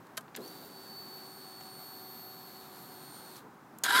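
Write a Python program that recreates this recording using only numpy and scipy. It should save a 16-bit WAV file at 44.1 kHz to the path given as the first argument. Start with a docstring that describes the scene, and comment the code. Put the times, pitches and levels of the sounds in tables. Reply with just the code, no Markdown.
"""An ignition key snaps on, close below the microphone, which is above the handlebars of a motorcycle
parked in a quiet street. A relay clicks; the electric fuel pump spins up, whines for three seconds
while the fuel churns, then runs down. The starter button ticks, the solenoid slams shut and the
starter gears begin to crank the engine. Traffic murmurs in the distance."""
import sys
import numpy as np
from scipy import signal
from scipy.fft import rfft, irfft
from scipy.io import wavfile
from scipy.ndimage import uniform_filter1d

SR = 44100
rng = np.random.default_rng(int(sys.argv[2]) if len(sys.argv) > 2 else 0)


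def to_wav(sig):
    """Store sig (one row per channel, or 1-D mono) as 16-bit WAV at the path in sys.argv[1].

    Samples outside -1..1 are clipped; the rate is SR.
    """
    pcm = np.clip(np.atleast_2d(sig), -1, 1) * 32767
    pcm = np.round(pcm).astype(np.int16)
    wavfile.write(sys.argv[1], SR, pcm.T)  # frames by channels


N = 176400

# vane-passing rate of the pump, sagging as fuel pressure builds: t/s, f/Hz
VANE_RATE = [(.5, 4545), (.63, 4510), (.93, 4488), (1.12, 4477), (1.3, 4459), (1.5, 4448), (1.75, 4444),
             (2.0, 4432), (2.5, 4425), (2.8, 4418), (3.02, 4402), (3.35, 4393)]
# three whine partials, swelling and fading as the microphone moves: t/s, level/dB before the tilt
WHINE_FIRST = [(0.42, -55), (0.44, -53), (0.66, -62.5), (0.78, -54), (0.87, -56.5), (0.9, -51.5),
               (1.01, -49), (1.36, -55.5), (1.7, -52.5), (2.61, -58.5), (2.66, -63), (3.09, -59),
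               (3.36, -60.5)]
WHINE_SECOND = [(0.42, -74), (0.44, -72), (1.17, -73), (1.3, -64), (1.69, -65), (1.71, -61), (2.54, -74),
                (3.12, -60), (3.36, -64)]
WHINE_THIRD = [(0.42, -63), (0.67, -59), (0.73, -67), (1.16, -57), (1.25, -63), (1.4, -61), (1.48, -67),
               (1.61, -61), (1.68, -66), (1.8, -57), (2.22, -53.5), (2.65, -64), (2.84, -60), (3.36, -64)]
# pump motor hum: t/s, lower tone level/dB, upper tone level/dB
HUM_LEVELS = [(.5, -64, -70), (.9, -59, -67.5), (1.5, -62, -62), (2.0, -61.5, -61), (2.6, -62.5, -61.5),
              (3.3, -67, -66.5)]
# spectrum of churning fuel: f/Hz, relative level/dB
HISS_SPECTRUM = [(300, -9), (800, 4), (1500, 0), (2400, -7), (3200, -5), (4000, 1.5), (4600, -0.5),
                 (5400, -7), (7200, -6.5), (8600, -5.5), (10500, -7), (13000, -2), (15500, -7.5)]
# fuel hiss: t/s, level/dB at full pump speed
HISS_LEVELS = [(.4, -53.5), (.62, -56), (1.0, -56.5), (1.6, -55.5), (2.2, -56), (2.9, -55.5), (3.34, -55),
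               (3.39, -48.5), (3.44, -60)]
# thuds in the fuel line: t/s, level/dB, attack/s, decay/s
LINE_THUDS = [(0.378, -38.5, 0.011, 0.032), (.432, -55.5, .006, 0.18), (.61, -55, .02, .05),
              (3.435, -50, 0.0079, .04)]
# spectrum of a thud: f/Hz, relative level/dB
THUD_SPECTRUM = [(80, -24), (200, -5), (310, 1), (450, -1), (650, -10), (1200, -23.5), (3000, -42)]

# starter gear mesh rate: t/s, f/Hz
MESH_RATE = [(3.837, 250), (3.86, 558.8), (3.893, 769), (3.915, 829), (3.928, 971), (3.95, 982),
             (3.968, 1028), (4.0, 1039)]
# starter gears: t/s, whine level/dB, rattle level/dB
GEAR_LEVELS = [(3.837, -67, -37.5), (3.864, -58, -32.5), (3.876, -54, -37), (3.895, -44, -33),
               (3.917, -42, -34.5), (3.931, -29.5, -30.5), (3.96, -30, -26), (4.0, -29, -27.5)]
# gear whine harmonics, from the first up: relative level/dB
GEAR_HARMONICS = (-2, -10.5, -15, -13, -19)
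# spectrum of rattling teeth: f/Hz, relative level/dB
RATTLE_SPECTRUM = [(60, -37), (120, -30), (200, -3.5), (400, -3), (520, -9), (760, -3), (1200, 3),
                   (2000, 4.5), (2650, -6.5), (3100, 2.5), (3900, 3), (4400, -1.5), (5000, 0),
                   (5800, -10.5), (8000, -8.5), (11400, -5), (14000, -15), (16000, -30)]
# crankcase resonances: f/Hz, relative level/dB, t60/s
CRANKCASE_MODES = [(798, -14.5, 0.076), (970, -14, 0.17), (1340, -8, 0.054), (1392, -7, 0.19),
                   (1470, -6.5, 0.12), (1526, -6, 0.12), (1581, -1, 0.18), (1636, -5, 0.12),
                   (1738, -7, .12), (1780, -11, 0.17), (3076, -12, .12), (3170, -11.5, .09),
                   (3416, -14.5, .14), (3760, -8.5, 0.098), (4070, -16, 0.11), (7320, -22, .12),
                   (8020, -19, .08), (8700, -21, 0.087), (10150, -18.5, .06), (11353, -19.5, .12)]
# the starter clutch snatches: t/s, level/dB before the trim, half-width/s
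CLUTCH_KNOCKS = [(3.866, -30, 0.0044), (3.887, -24.5, 0.0082), (3.908, -21, 0.0035), (3.913, -25.5, .003),
                 (3.956, -25, 0.016), (3.991, -22, .004)]
# spectrum of the solenoid's clack: f/Hz, relative level/dB
CLACK_SPECTRUM = [(40, -45), (200, -11), (900, -5.5), (1500, -7), (2800, -4), (4300, 2.5), (5000, -2),
                  (5700, -9), (6200, -2), (6700, 6.5), (7500, -8), (8000, -3), (8900, 0), (9900, -7),
                  (12000, -13), (13500, -1), (16000, -17)]

# lock, relays and switches: t/s, level/dB before filtering, decay/s, tilt/(dB/octave), top f/Hz
SWITCH_CLICKS = [(0.068, -57, 0.0034, -1, 14000), (0.17, -38, 0.0089, 2.5, 14000),
                 (0.1754, -28.5, .004, 1, 14000), (.208, -53, 0.0052, 3, 14000),
                 (.280, -52, 0.0057, -4, 4500), (.346, -40, 0.0034, 1, 4500),
                 (0.3508, -32, 0.0025, 2, 5500), (0.362, -35, 0.0049, 2.5, 14000),
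                 (0.371, -39.5, 0.0077, -2, 4500), (1.609, -46, .004, -3, 8000),
                 (3.7857, -42, 0.0023, 6.5, 14000)]
# spectrum of a click: f/Hz, relative level/dB
CLICK_SPECTRUM = [(150, -7), (600, -3), (1000, -7), (1700, 4), (2300, -1.5), (4500, 1), (5600, -6),
                  (6700, 0), (8800, -2.5), (9900, -11), (11000, 0.5), (13000, -2.5), (16000, -11.5)]
# lock and top yoke, rung by the key: f/Hz, level/dB, t60/s
YOKE_MODES = [(658, -40.5, 0.083), (1032, -41, 0.074), (1270, -41, 0.071), (1590, -38.5, 0.067),
              (1830, -42, .04), (2440, -57, .045), (3090, -47, 0.063), (3700, -47, 0.051)]
# a relay ticks after the pump starts and as it stops: t/s, relative level/dB
RELAY_TICKS = [(.478, 1), (3.364, -1)]
# brief high ring of that relay: f/Hz, level/dB, t60/s
RELAY_MODES = [(5550, -53, .035), (5950, -50.5, .035), (10700, -50, .03), (12950, -52, .035)]
# spectrum of distant traffic: f/Hz, relative level/dB
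TRAFFIC_SPECTRUM = [(15, -76), (25, -49), (53, -27), (91, -18), (133, -5), (274, -4), (359, -7.5),
                    (410, -7.5), (445, -11.5), (666, -12.5), (762, -6.5), (826, -9), (1110, -9.5),
                    (1570, -14.5), (1950, -20.5), (2850, -29.5), (10900, -37), (13900, -33.5), (15500, -36)]

KEY_S, SOLENOID_S, CRANK_S = .176, 3.8362, 3.837
PUMP_ON_S, SPIN_UP_S, PUMP_OFF_S, RUN_DOWN_S = .366, .021, 3.368, .11
WHINE_ON_S, WHINE_RISE_S, WHINE_FADE_S, WHINE_TILT_DB_PER_OCTAVE = .398, .043, .016, 1.2
VANES, HUM_SHAFT_ORDERS = 47, (4, 8)
FLUTTER, DRIFT, SHAFT_WOBBLE, TOOTH_JITTER = .0008, .000402, .0008, .0053  # fractions of the pitch
GRIND_DEPTH, GRIND_FLICKER_DB, CASE_TRIM_DB, KNOCK_TRIM_DB = .67, 1.5, -.5, -2
LOW_CUT_HZ, TOP_HZ = 41, 15900


def fuel_pump(t):
    """Close by, impeller vanes whine, the motor hums and fuel hisses, all following the shaft speed."""
    coast_s = np.maximum(t - PUMP_OFF_S, 0)
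    spin_up = 1 - np.exp(-np.maximum(t - PUMP_ON_S, 0) / SPIN_UP_S)
    speed = spin_up * np.exp(-coast_s / RUN_DOWN_S)
    vane_hz = curve(t, VANE_RATE) * speed * (1 + FLUTTER * wander(170) + DRIFT * wander(18))
    shaft = phase(vane_hz / VANES)
    vane = phase(vane_hz * (1 + SHAFT_WOBBLE * np.sin(shaft)))
    whine = hum = 0
    for k, levels in enumerate((WHINE_FIRST, WHINE_SECOND, WHINE_THIRD), 1):
        db = curve(t, levels) + WHINE_TILT_DB_PER_OCTAVE * np.log2(k) + .98 * wander(24.87)
        whine += undb(db) * np.sin(k * vane)
    whine *= np.clip((t - WHINE_ON_S) / WHINE_RISE_S, 0, 1) * np.exp(-coast_s / WHINE_FADE_S)
    for column, order in enumerate(HUM_SHAFT_ORDERS, 1):
        hum += undb(curve(t, HUM_LEVELS, column) + 1.7 * wander(12)) * np.sin(order * shaft)
    hiss = undb(curve(t, HISS_LEVELS) + .7 * wander(29.86)) * noise(HISS_SPECTRUM)
    hiss *= 1 + .21 * np.sin(shaft)  # one pulse per turn
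    return np.sqrt(2) * (whine + hum * speed) + hiss * speed ** 2.8


def fuel_line(t):
    """Fuel surges in the line with dull thuds as the pump starts and stops."""
    thuds = sum(undb(db) * burst(t - at, attack, decay) for at, db, attack, decay in LINE_THUDS)
    return noise(THUD_SPECTRUM) * thuds


def starter(t):
    """Down at the engine, gear teeth gather speed: they whine, rattle and ring the crankcase."""
    mesh = phase(curve(t, MESH_RATE) * (1 + TOOTH_JITTER * wander(200)))
    engaged = np.clip((t - CRANK_S) / .0022, 0, 1)
    grind = rng.standard_normal(N) * (1 + GRIND_DEPTH * np.cos(mesh))  # one pulse per tooth
    grind *= undb(GRIND_FLICKER_DB * wander(300))
    whine = sum(undb(db + 2 * wander(90)) * np.sin(k * mesh + rng.uniform(0, 2 * np.pi))
                for k, db in enumerate(GEAR_HARMONICS, 1))
    whine *= np.sqrt(2) * undb(curve(t, GEAR_LEVELS))
    load = undb(curve(t, GEAR_LEVELS, column=2))
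    rattle = colour(grind, RATTLE_SPECTRUM)
    rattle *= load / rms(rattle[t > CRANK_S])
    knocks = sum(undb(db + KNOCK_TRIM_DB) * np.exp(-((t - at) / width) ** 2)
                 for at, db, width in CLUTCH_KNOCKS)
    case_response = ring(t[:SR // 10], CRANKCASE_MODES)
    crankcase = steady(signal.fftconvolve(grind, case_response)[:N])
    crankcase *= np.hypot(load * undb(CASE_TRIM_DB), knocks)
    return engaged * (whine + rattle + crankcase)


def solenoid(t):
    """The plunger slams onto its contacts with a bright clack."""
    return undb(-23) * burst(t - SOLENOID_S, attack=.00086, decay=.0089) * noise(CLACK_SPECTRUM)


def switches(t):
    """Below the microphone, lock and contacts click, the key rings the yoke and a relay ticks."""
    clicks = 0
    for at, db, decay, tilt, top_hz in SWITCH_CLICKS:
        crack = burst(t - at, attack=.00048, decay=decay) * noise(CLICK_SPECTRUM, tilt)
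        clicks += undb(db) * cut(crack, top_hz, "low", order=4)
    relay = sum(undb(db) * ring(t - at, RELAY_MODES) for at, db in RELAY_TICKS)
    yoke = ring(t - KEY_S, YOKE_MODES)
    return cut(clicks + relay + yoke, 220, "high")


def traffic():
    """Traffic far from the microphone, gently swelling."""
    return noise(TRAFFIC_SPECTRUM) * undb(-53.5 + .5 * wander(4.33))


def undb(db):
    """Decibels to gain."""
    return 10 ** (np.asarray(db) / 20)


def rms(x):
    """Root mean square."""
    return np.sqrt(np.mean(x ** 2))


def curve(t, rows, column=1):
    """One column of a table, joined by straight lines."""
    rows = np.array(rows)
    return np.interp(t, rows[:, 0], rows[:, column])


def colour(x, spectrum, tilt_db=0):
    """Give a sound a spectrum, tilted per octave; rms 1."""
    octave = np.log2(np.maximum(np.fft.rfftfreq(N, 1 / SR), 1))
    hz, db = np.array(spectrum).T
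    gain_db = np.interp(octave, np.log2(hz), db) + tilt_db * np.maximum(octave, np.log2(hz[0]))
    shaped = irfft(rfft(x) * undb(gain_db), N)
    return shaped / rms(shaped)


def noise(spectrum, tilt_db=0):
    """Coloured noise of rms 1."""
    return colour(rng.standard_normal(N), spectrum, tilt_db)


def wander(rate_hz):
    """Smooth random motion of rms 1."""
    hold = max(int(SR / rate_hz), 1)
    steps = np.repeat(rng.standard_normal(N // hold + 1), hold)
    smooth = uniform_filter1d(steps, hold)[:N]
    return smooth / rms(smooth)


def burst(age, attack, decay):
    """Straight rise, exponential fall; times in seconds."""
    return np.clip(age / attack, 0, 1) * np.exp(-np.maximum(age - attack, 0) / decay)


def ring(age, modes):
    """Damped modes of alternating sign, silent before the blow."""
    age = np.maximum(age, 0)
    return sum((-1) ** k * undb(db) * np.sin(2 * np.pi * hz * age) * np.exp(-np.log(1000) * age / t60)
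               for k, (hz, db, t60) in enumerate(modes))


def phase(hz):
    """Angle in radians of something turning at this rate."""
    return 2 * np.pi * np.cumsum(hz) / SR


def cut(x, hz, kind, order=2):
    """Low-pass or high-pass."""
    return signal.sosfilt(signal.butter(order, hz, kind, fs=SR, output="sos"), x)


def steady(x, samples=220):
    """Hold the rms at 1, evened over a few milliseconds."""
    return x / np.sqrt(uniform_filter1d(x ** 2, samples) + 1e-12)


def scene():
    """The motorcycle close, the traffic far off, at one microphone above the handlebars."""
    t = np.arange(N) / SR
    return (fuel_pump(t) + fuel_line(t) + switches(t) + solenoid(t) + starter(t) + traffic())[None]


def record(dry):
    """The recorder thins the deep bass and cuts the top steeply."""
    thinned = cut(dry, LOW_CUT_HZ, "high")
    return signal.sosfilt(signal.ellip(10, .2, 70, TOP_HZ, fs=SR, output="sos"), thinned)


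dry = scene()
out = record(dry)
to_wav(out)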